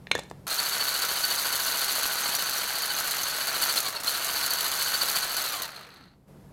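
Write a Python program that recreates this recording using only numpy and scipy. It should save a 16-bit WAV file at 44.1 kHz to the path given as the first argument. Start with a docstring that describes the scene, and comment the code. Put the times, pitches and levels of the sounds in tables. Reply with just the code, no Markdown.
"""A whisk attachment snaps onto a hand blender in a kitchen: short noise bursts and ringing modes.
The motor then runs up and beats eggs in a glass bowl: ten wires fling shaped noise on every turn,
while gear teeth rattle a resonant housing and the drive whines; wires squeak, the bowl bumps.
The motor sags once as the button is let go, picks up again and finally coasts to a stop.
Soft room tone with hum lies beneath, quieter from when the whirr is heard until just after the stop."""
import sys
import numpy as np
from scipy import signal
from scipy.fft import rfft, irfft
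from scipy.io import wavfile
from scipy.ndimage import uniform_filter1d

SR = 44100
rng = np.random.default_rng(int(sys.argv[2]) if len(sys.argv) > 2 else 0)


def to_wav(s):
    """Save 16-bit WAV."""
    ch = np.atleast_2d(s).T  # columns
    pcm = np.round(np.clip(ch, -1, 1) * 32767)  # PCM
    wavfile.write(sys.argv[1], SR, pcm.astype(np.int16))


N = 287532
T = np.arange(N) / SR
FULL_SPEED_TURNS_PER_S = 13.83


def from_db(db):
    """Decibels to gain."""
    return 10 ** (np.asarray(db) / 20)


def rms_one(x):
    """Scale to unit power."""
    return x / np.sqrt(np.mean(x ** 2) + 1e-20)


def in_time(rows):
    """Each column of a curve, interpolated sample by sample."""
    s, *columns = np.transpose(rows)
    return [np.interp(T, s, c) for c in columns]


def drift(rate_hz):
    """Smooth random drift, unit power, with rate_hz new values per second."""
    return rms_one(np.interp(T * rate_hz, np.arange(8000), rng.standard_normal(8000)))


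def coloured(x, spectrum):
    """Weight x by a spectrum, interpolated over log frequency; unit power."""
    hz, db = np.transpose(spectrum)
    bins_hz = np.maximum(np.fft.rfftfreq(N, 1 / SR), 1)
    gain = from_db(np.interp(np.log(bins_hz), np.log(hz), db))
    return rms_one(irfft(rfft(x) * gain, N))


def resonate(x, hz, width_hz):
    """Two-pole resonance, about unit gain at its peak."""
    r = np.exp(-np.pi * width_hz / SR)
    zeros = np.array([1, 0, -1]) * (1 - r * r) / 2
    poles = [1, -2 * r * np.cos(2 * np.pi * hz / SR), r * r]
    return signal.lfilter(zeros, poles, x + 1e-18)


def band(x, low_hz, high_hz):
    """Causal band-pass."""
    edges_hz = [low_hz, min(high_hz, SR / 2 - 100)]
    return signal.sosfilt(signal.butter(2, edges_hz, "band", fs=SR, output="sos"), x)


def passings(position):
    """Samples at which a position passes a whole number, and that number."""
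    at = np.flatnonzero(np.diff(np.floor(position)) > 0) + 1
    return at, position[at].astype(int)


def grains(per_s, spread_db):
    """Random tiny impacts of uneven size; unit power."""
    hit = rng.random(N) < per_s / SR
    size = rng.standard_normal(N) * from_db(spread_db * rng.standard_normal(N))
    return rms_one(hit * size)


def dulled(x, speed, corner_hz):
    """Treble of a contact shrinks in proportion to the speed."""
    dull = signal.sosfiltfilt(signal.butter(2, corner_hz, fs=SR, output="sos"), x)
    return dull + speed / FULL_SPEED_TURNS_PER_S * (x - dull)


def burst(db, low_hz, high_hz, decay_s):
    """Brief contact: decaying noise in one band, db at its peak."""
    t = T[:SR // 3]
    noise = band(rng.standard_normal(len(t)) * np.exp(-t / decay_s), low_hz, high_hz)
    return from_db(db) * noise / np.abs(noise).max()


def ringing(db, modes):
    """Decaying modes of a struck part."""
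    t = T[:SR // 3]
    out = np.zeros(len(t))
    for hz, mode_db, t60_s in modes:
        decay = from_db(db + mode_db - 60 * t / t60_s)
        out += decay * np.sin(2 * np.pi * (hz * t + rng.random()))
    return out


def add(out, s, sound):
    """Mix a sound in at time s."""
    at = int(s * SR)
    out[at:at + len(sound)] += sound[:N - at]


# button: (pressed [s], released [s])
BUTTON_PRESSES = [(.444, 3.714), (4.025, 5.405)]
SPIN_UP_S = .025  # time constant
FRICTION_TURNS_PER_S2, EGG_DRAG_S = 12.96, 1.314  # dry friction; time constant of the drag


def whisk_speed():
    """Turns per second: exponential run-up on each press, then friction and drag brake the whisk."""
    speed = np.zeros(N)
    drag_floor = FRICTION_TURNS_PER_S2 * EGG_DRAG_S
    for pressed_s, released_s in BUTTON_PRESSES:
        lacking = FULL_SPEED_TURNS_PER_S - speed[int(pressed_s * SR)]
        since_press_s = np.maximum(T - pressed_s, 0)
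        driven = FULL_SPEED_TURNS_PER_S - lacking * np.exp(-since_press_s / SPIN_UP_S)
        slowing = np.exp((released_s - T) / EGG_DRAG_S)
        coasting = (FULL_SPEED_TURNS_PER_S + drag_floor) * slowing - drag_floor
        speed = np.select([T < pressed_s, T < released_s], [speed, driven], np.maximum(coasting, 0))
    return speed


# how hard the whisk works: (time [s], level [dB])
WORK = [(0.48, -33), (0.6, -34.5), (0.9, -32.5), (1.1, -33.5), (1.9, -31.5), (2.2, -33.5), (2.75, -35),
        (3.4, -35.5), (3.72, -31.0), (4.08, -31.5), (4.2, -36.5), (4.4, -33), (4.65, -34.0), (4.85, -31.5),
        (5.2, -32.5), (5.31, -39), (5.42, -32)]
USUAL_WORK_DB = -33
# below this speed the wires only stir; softness of the change
FLING_TURNS_PER_S, FLING_SOFTNESS_TURNS_PER_S = 8.22, 0.36


def loudness(speed, usual_db, work_share, speed_power, stirring_loss_db):
    """Layer level in dB: follows work and a power of speed, drops once the whisk only stirs."""
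    work_db, = in_time(WORK)
    speed_db = 20 * np.log10(speed / FULL_SPEED_TURNS_PER_S + 1e-6)
    stirring = .5 - .5 * np.tanh((speed - FLING_TURNS_PER_S) / FLING_SOFTNESS_TURNS_PER_S)
    worked_db = usual_db + work_share * (work_db - USUAL_WORK_DB)
    return worked_db + speed_power * speed_db - stirring_loss_db * stirring


# how far off centre the whisk is held: (time [s], scale of the throb [dB])
LEAN = [(.6, 8.5), (1.3, 8), (2.6, 5), (3.35, 6), (3.95, 15), (4.2, 5), (4.75, 6), (5.05, 12.5), (5.4, 7.5),
        (5.63, 6.5), (5.8, 4)]


def off_centre_dig(turn):
    """The off-centre whisk digs in once per turn and loads the gears; dB."""
    throb_db, = in_time(LEAN)
    return throb_db * (np.exp(1.01 * (np.cos(2 * np.pi * (turn - .1)) - 1)) - .48)


# unequally bent wires, in order round the whisk, relative levels:
# (slosh [dB], spray [dB], ping frequency [Hz], ping [dB])
WIRES = [(-4.5, 7.5, 1085, -8.5), (-1.5, 3, 3020, -6.5), (-2.5, 9.5, 8400, -15), (2.5, 7.5, 12100, -17),
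         (-3.5, 14, 2100, -17), (2.5, 9.5, 8150, -9.5), (0, 10.5, 5700, -10), (0.5, 10, 6350, -6.5),
         (-1.5, -0.5, 6300, -15.5), (-1, 10.5, 1510, -7.5)]
# egg slapped by the wires: (frequency [Hz], relative density [dB per Hz])
SLOSH_SPECTRUM = [(40, -14), (150, -14.5), (300, -9), (500, -5.5), (700, -1.5), (1000, -3.5), (1350, 3.5),
                  (1800, -0.5), (2500, -4), (3500, -5.5), (6000, -14.5), (16000, -47)]
# fine spray: (frequency [Hz], relative density [dB per Hz])
SPRAY_SPECTRUM = [(1000, -26), (3000, -4), (4700, 3.5), (5400, -6), (6200, 2), (7100, 1.5), (7650, -2),
                  (8600, -7.5), (9500, 2.5), (10800, 1), (12300, 6), (13300, -2.5), (14200, 1), (16000, -8)]


def egg(turn, speed, slosh_db, spray_db):
    """Each stroke throws up coarse slaps and a mist of droplets; slow wires slap more dully."""
    wire_slosh_db, wire_spray_db, _, _ = np.transpose(WIRES)
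    slap_strokes = wire_strokes(turn, wire_slosh_db, decay_s=0.0025, uneven_db=3.5, churn=0.96)
    slaps = coloured(grains(per_s=9000, spread_db=0), SLOSH_SPECTRUM) * slap_strokes
    slaps = dulled(slaps, speed, corner_hz=2700)
    drop_strokes = wire_strokes(turn, wire_spray_db, decay_s=0.0022, uneven_db=3.5, churn=0.35)
    drops = coloured(rng.standard_normal(N), SPRAY_SPECTRUM) * drop_strokes
    return from_db(slosh_db) * slaps + from_db(spray_db) * drops


def wire_strokes(turn, wire_db, decay_s, uneven_db, churn):
    """Every wire ploughs into the egg: a quick swell that dies away, above a steady churn."""
    at, wire = passings(turn * len(WIRES) + 0.26)
    hits = np.zeros(N)
    hits[at] = from_db(wire_db[wire % len(WIRES)] + uneven_db * rng.standard_normal(len(at)))
    r = np.exp(-1 / (decay_s * SR))
    splash = signal.lfilter([1], [1, -2 * r, r * r], hits + 1e-18)
    return rms_one(rms_one(splash) + churn)


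def wire_pings(turn):
    """Each wire pings briefly near its own pitch as it comes round, damped by the egg."""
    at, wire = passings(turn * len(WIRES) + .25)
    out, t = np.zeros(N + SR), T[:SR // 30]
    swell = t / 0.0023 * np.exp(1 - t / 0.0019)
    chances = rng.standard_normal((len(at), 3))
    for start, k, (strength, detune, phase) in zip(at, wire, chances):
        _, _, hz, db = WIRES[k % len(WIRES)]
        tone = np.sin(2 * np.pi * (hz * (1 + 0.024 * detune) * t + phase))
        out[start:start + len(t)] += from_db(db + 3.4 * np.tanh(strength)) * swell * tone
    return out[:N]


def gearbox(turn, speed, gear_db, whine_db, dig_db):
    """Rattle and whine; under load the tones that meet the main housing resonance swell most."""
    rattle = from_db(gear_db + 0.99 * dig_db + drift(60)) * gear_rattle(turn, speed)
    tones = from_db(whine_db) * gear_whine(turn)
    singing = from_db(5.5 + 1.9 * dig_db) * resonate(tones, hz=4400, width_hz=380)
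    return rattle + from_db(0.82 * dig_db) * tones + singing


TEETH = 108  # gear meshings per whisk turn
SOFT_KNOCK_HZ = 5000  # treble above this fades with the speed
# resonances of the gear housing: (frequency [Hz], width [Hz], relative level [dB])
HOUSING = [(1345, 150, -7.5), (3080, 420, -16), (4150, 310, 3.5), (4360, 130, 2.5), (6020, 320, -7.5),
           (8020, 146, -2), (9130, 180, -5)]


def gear_rattle(turn, speed):
    """Teeth knock into the housing, which rings; slow knocks are duller."""
    at, tooth = passings(TEETH * turn + .07 * drift(700))
    wear = rng.standard_normal(TEETH)  # each tooth's own error, met again on every turn
    knocks = np.zeros(N)
    knocks[at] = 0.5 + 0.12 * wear[tooth % TEETH] + 1.05 * rng.standard_normal(len(at))
    force = rms_one(knocks) + 0.41 * grains(per_s=9000, spread_db=4)
    rattle = sum(from_db(db) * resonate(force, hz, width_hz) for hz, width_hz, db in HOUSING)
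    return dulled(rms_one(rattle), speed, SOFT_KNOCK_HZ)


# tones of the drive: (order [cycles per whisk turn], relative level [dB])
DRIVE_ORDERS = [(10, -25), (48, -12), (60, -12.5), (70, -8.5), (78, -12.5), (100, -14), (108, -1),
                (115, -6.5), (123, -14), (216, -6.5), (324, -6), (432, -15.5), (540, -18), (648, -8.5)]


def gear_whine(turn):
    """Sines locked to the whisk angle; they waver as the whisk drags."""
    angle = turn + .0009 * np.sin(2 * np.pi * (turn - .07)) + .0004 * drift(35)
    out = np.zeros(N)
    for order, db in DRIVE_ORDERS:
        level = from_db(db + 2.9 * drift(22)) * np.sqrt(2)
        out += level * np.sin(2 * np.pi * (order * angle + rng.random()))
    return out


# attachment latching: (time [s], thud [dB], snap [dB], tick [dB], whisk ring [dB])
LATCH_CONTACTS = [(0.07, -38, -28, -55, -69), (0.113, -18, -25, -37, -69), (0.115, -31, -9, -19, -57),
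                  (0.152, -17, -27, -21.5, -24), (.160, -40, -42.5, -38, -52), (.179, -32.5, -37, -34, -48),
                  (.189, -24, -41.5, -37, -37), (.193, -33, -30, -26, -42), (0.235, -47, -50, -39, -70),
                  (0.3, -61, -57, -36.5, -68), (.312, -25, -35.5, -41, -52)]
# spring catch and whisk: (frequency [Hz], relative level [dB], t60 [s])
CATCH_MODES = [(1880, -8, .035), (2180, -4, 0.038), (2350, -6, .04), (3830, -7, .03), (3580, -4, 0.04),
               (4090, 3, 0.022), (6340, -15.5, .04), (6500, -16.5, .04)]
# whisk and its coupling: (frequency [Hz], relative level [dB], t60 [s])
WHISK_MODES = [(500, -8, .06), (1693, -5, .08), (1769, -4, .085), (1860, -7, .05), (3468, -9, .085),
               (3560, -9, .07), (3650, -13, .06), (6400, -20, .08), (6900, -16, .05)]
CATCH_RING_DB, CATCH_RING_DB_PER_SNAP_DB = -5.5, 1.47


def latch():
    """The catch snaps home with a short crack and a knock in the handle; it and the whisk ring on."""
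    out = np.zeros(N)
    for s, thud_db, snap_db, tick_db, whisk_db in LATCH_CONTACTS:
        knock = burst(thud_db, 350, 960, decay_s=0.001) + burst(thud_db - 15, 74, 420, decay_s=0.0063)
        crack = burst(snap_db, 1600, 2640, decay_s=0.0011) + burst(tick_db, 3000, 9500, decay_s=0.0022)
        catch_db = CATCH_RING_DB + CATCH_RING_DB_PER_SNAP_DB * snap_db
        add(out, s, knock + crack + ringing(catch_db, CATCH_MODES) + ringing(whisk_db, WHISK_MODES))
    return out


# a wire squeaks on the glass: (time [s], frequency [Hz], peak [dB])
SQUEAKS = [(2.238, 6330, -27), (2.365, 5830, -26.5), (2.447, 6300, -28), (2.582, 5780, -27),
           (2.807, 6260, -31), (2.950, 6320, -28), (3.239, 6400, -24.5)]
# the gear housing sings out: (time [s], frequency [Hz], peak [dB])
FLARES = [(.595, 4510, -24.5), (.955, 4470, -28), (1.245, 4500, -21), (3.63, 4510, -21),
          (3.777, 4240, -21.5), (3.965, 4390, -25.5), (4.082, 4250, -20), (5.02, 4520, -24.5),
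          (5.165, 4540, -21.5), (5.765, 4230, -38)]


def squeaks_and_flares():
    """Steel slips briefly on wet glass; the housing sings a little longer."""
    return swells(SQUEAKS, width_s=0.0036, waver_rad=0.6) + swells(FLARES, width_s=0.0058, waver_rad=0.83)


def swells(rows, width_s, waver_rad):
    """Short phase-wavering tones that swell and fade."""
    phase = waver_rad * drift(350)
    out = np.zeros(N)
    for s, hz, db in rows:
        envelope = np.exp(-np.minimum(((T - s) / width_s) ** 2, 50))
        out += from_db(db) * envelope * np.sin(2 * np.pi * hz * T + phase)
    return out


# the whisk bumps the bowl against the board: (time [s], thump peak [dB], scrape peak [dB])
BUMPS = [(2.289, -37, -23), (3.236, -36, -42.5), (3.758, -36, -18), (3.882, -33.5, -22),
         (4.001, -39, -23.5), (4.043, -41.5, -28.5), (4.341, -41, -37), (5.17, -39, -30)]


def bumps():
    """A dull thump through the board and a scrape of the wires."""
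    out = np.zeros(N)
    for s, thump_db, scrape_db in BUMPS:
        thump = burst(thump_db, 48, 590, decay_s=0.0064)
        add(out, s, thump + burst(scrape_db, 570, 14000, decay_s=0.017))
    return out


def kitchen(x, t60_s, wet_db):
    """Short diffuse reflection from cupboards and walls: decaying noise as impulse response."""
    t = T[:SR // 2]
    tail = band(rng.standard_normal(len(t)), 170, 9000) * from_db(-60 * t / t60_s) * (t > .004)
    return x + from_db(wet_db) * signal.fftconvolve(x, tail / np.sqrt(np.sum(tail ** 2)))[:N]


# room tone: (frequency [Hz], relative density [dB per Hz])
ROOM_SPECTRUM = [(15, -43.5), (25, -16), (166, -12.5), (373, -21), (427, -21), (863, -29), (936, -28.5),
                 (1070, -32.5), (2840, -44), (5140, -45.5), (5730, -47.5), (8590, -48), (12500, -46),
                 (16000, -57.5)]
# appliance hum: (frequency [Hz], level against ROOM_DB [dB])
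HUM = [(143, -6), (188, -8)]
ROOM_DB, ROOM_DIP_DB = -49.5, 9.5
DIP_START_S, DIP_END_S = .47, 6.275


def room_tone():
    """Soft rumble with a wavering hum; its level sinks and comes back near the end."""
    hum = np.zeros(N)
    for hz, db in HUM:
        hum += from_db(db) * np.sqrt(2) * np.sin(2 * np.pi * hz * T + 0.72 * drift(14))
    rumble = from_db(-2.0) * coloured(rng.standard_normal(N), ROOM_SPECTRUM)
    dipped = uniform_filter1d(1. * (T > DIP_START_S) * (T < DIP_END_S), size=600)
    return from_db(ROOM_DB - ROOM_DIP_DB * dipped) * (rumble + hum)


START_TURN, WHIRR_START_S = .371, .468
LAST_TURNS_PER_S = .8  # beating and gearbox fade out below this speed


def scene():
    """Whisk speed sets the levels; its angle drives both the strokes in the egg and the gears."""
    speed = whisk_speed()
    turn = START_TURN + np.cumsum(speed) / SR
    slosh_db = loudness(speed, usual_db=-35.5, work_share=0.28, speed_power=0.99, stirring_loss_db=1.5)
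    spray_db = loudness(speed, usual_db=-32.73, work_share=0.86, speed_power=1.52, stirring_loss_db=11)
    gear_db = loudness(speed, usual_db=-35.5, work_share=0.6, speed_power=0.78, stirring_loss_db=6)
    whine_db = loudness(speed, usual_db=-45.5, work_share=0.41, speed_power=0.36, stirring_loss_db=13)
    dig_db = off_centre_dig(turn)
    beating = egg(turn, speed, slosh_db + 0.5 * dig_db, spray_db + 0.5 * dig_db)
    pings = from_db(spray_db + 7.73) * wire_pings(turn)
    gears = gearbox(turn, speed, gear_db, whine_db, dig_db)
    running = (T > WHIRR_START_S) * np.minimum(speed / LAST_TURNS_PER_S, 1)
    blender = running * (beating + pings + gears) + squeaks_and_flares() + bumps()
    return (kitchen(blender + latch(), t60_s=0.35, wet_db=-16) + room_tone())[None]


CUTOFF_HZ = 15900


def record(dry):
    """Steep elliptic low-pass."""
    return signal.sosfilt(signal.ellip(12, .1, 80, CUTOFF_HZ, fs=SR, output="sos"), dry)


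dry = scene()
out = record(dry)
to_wav(out)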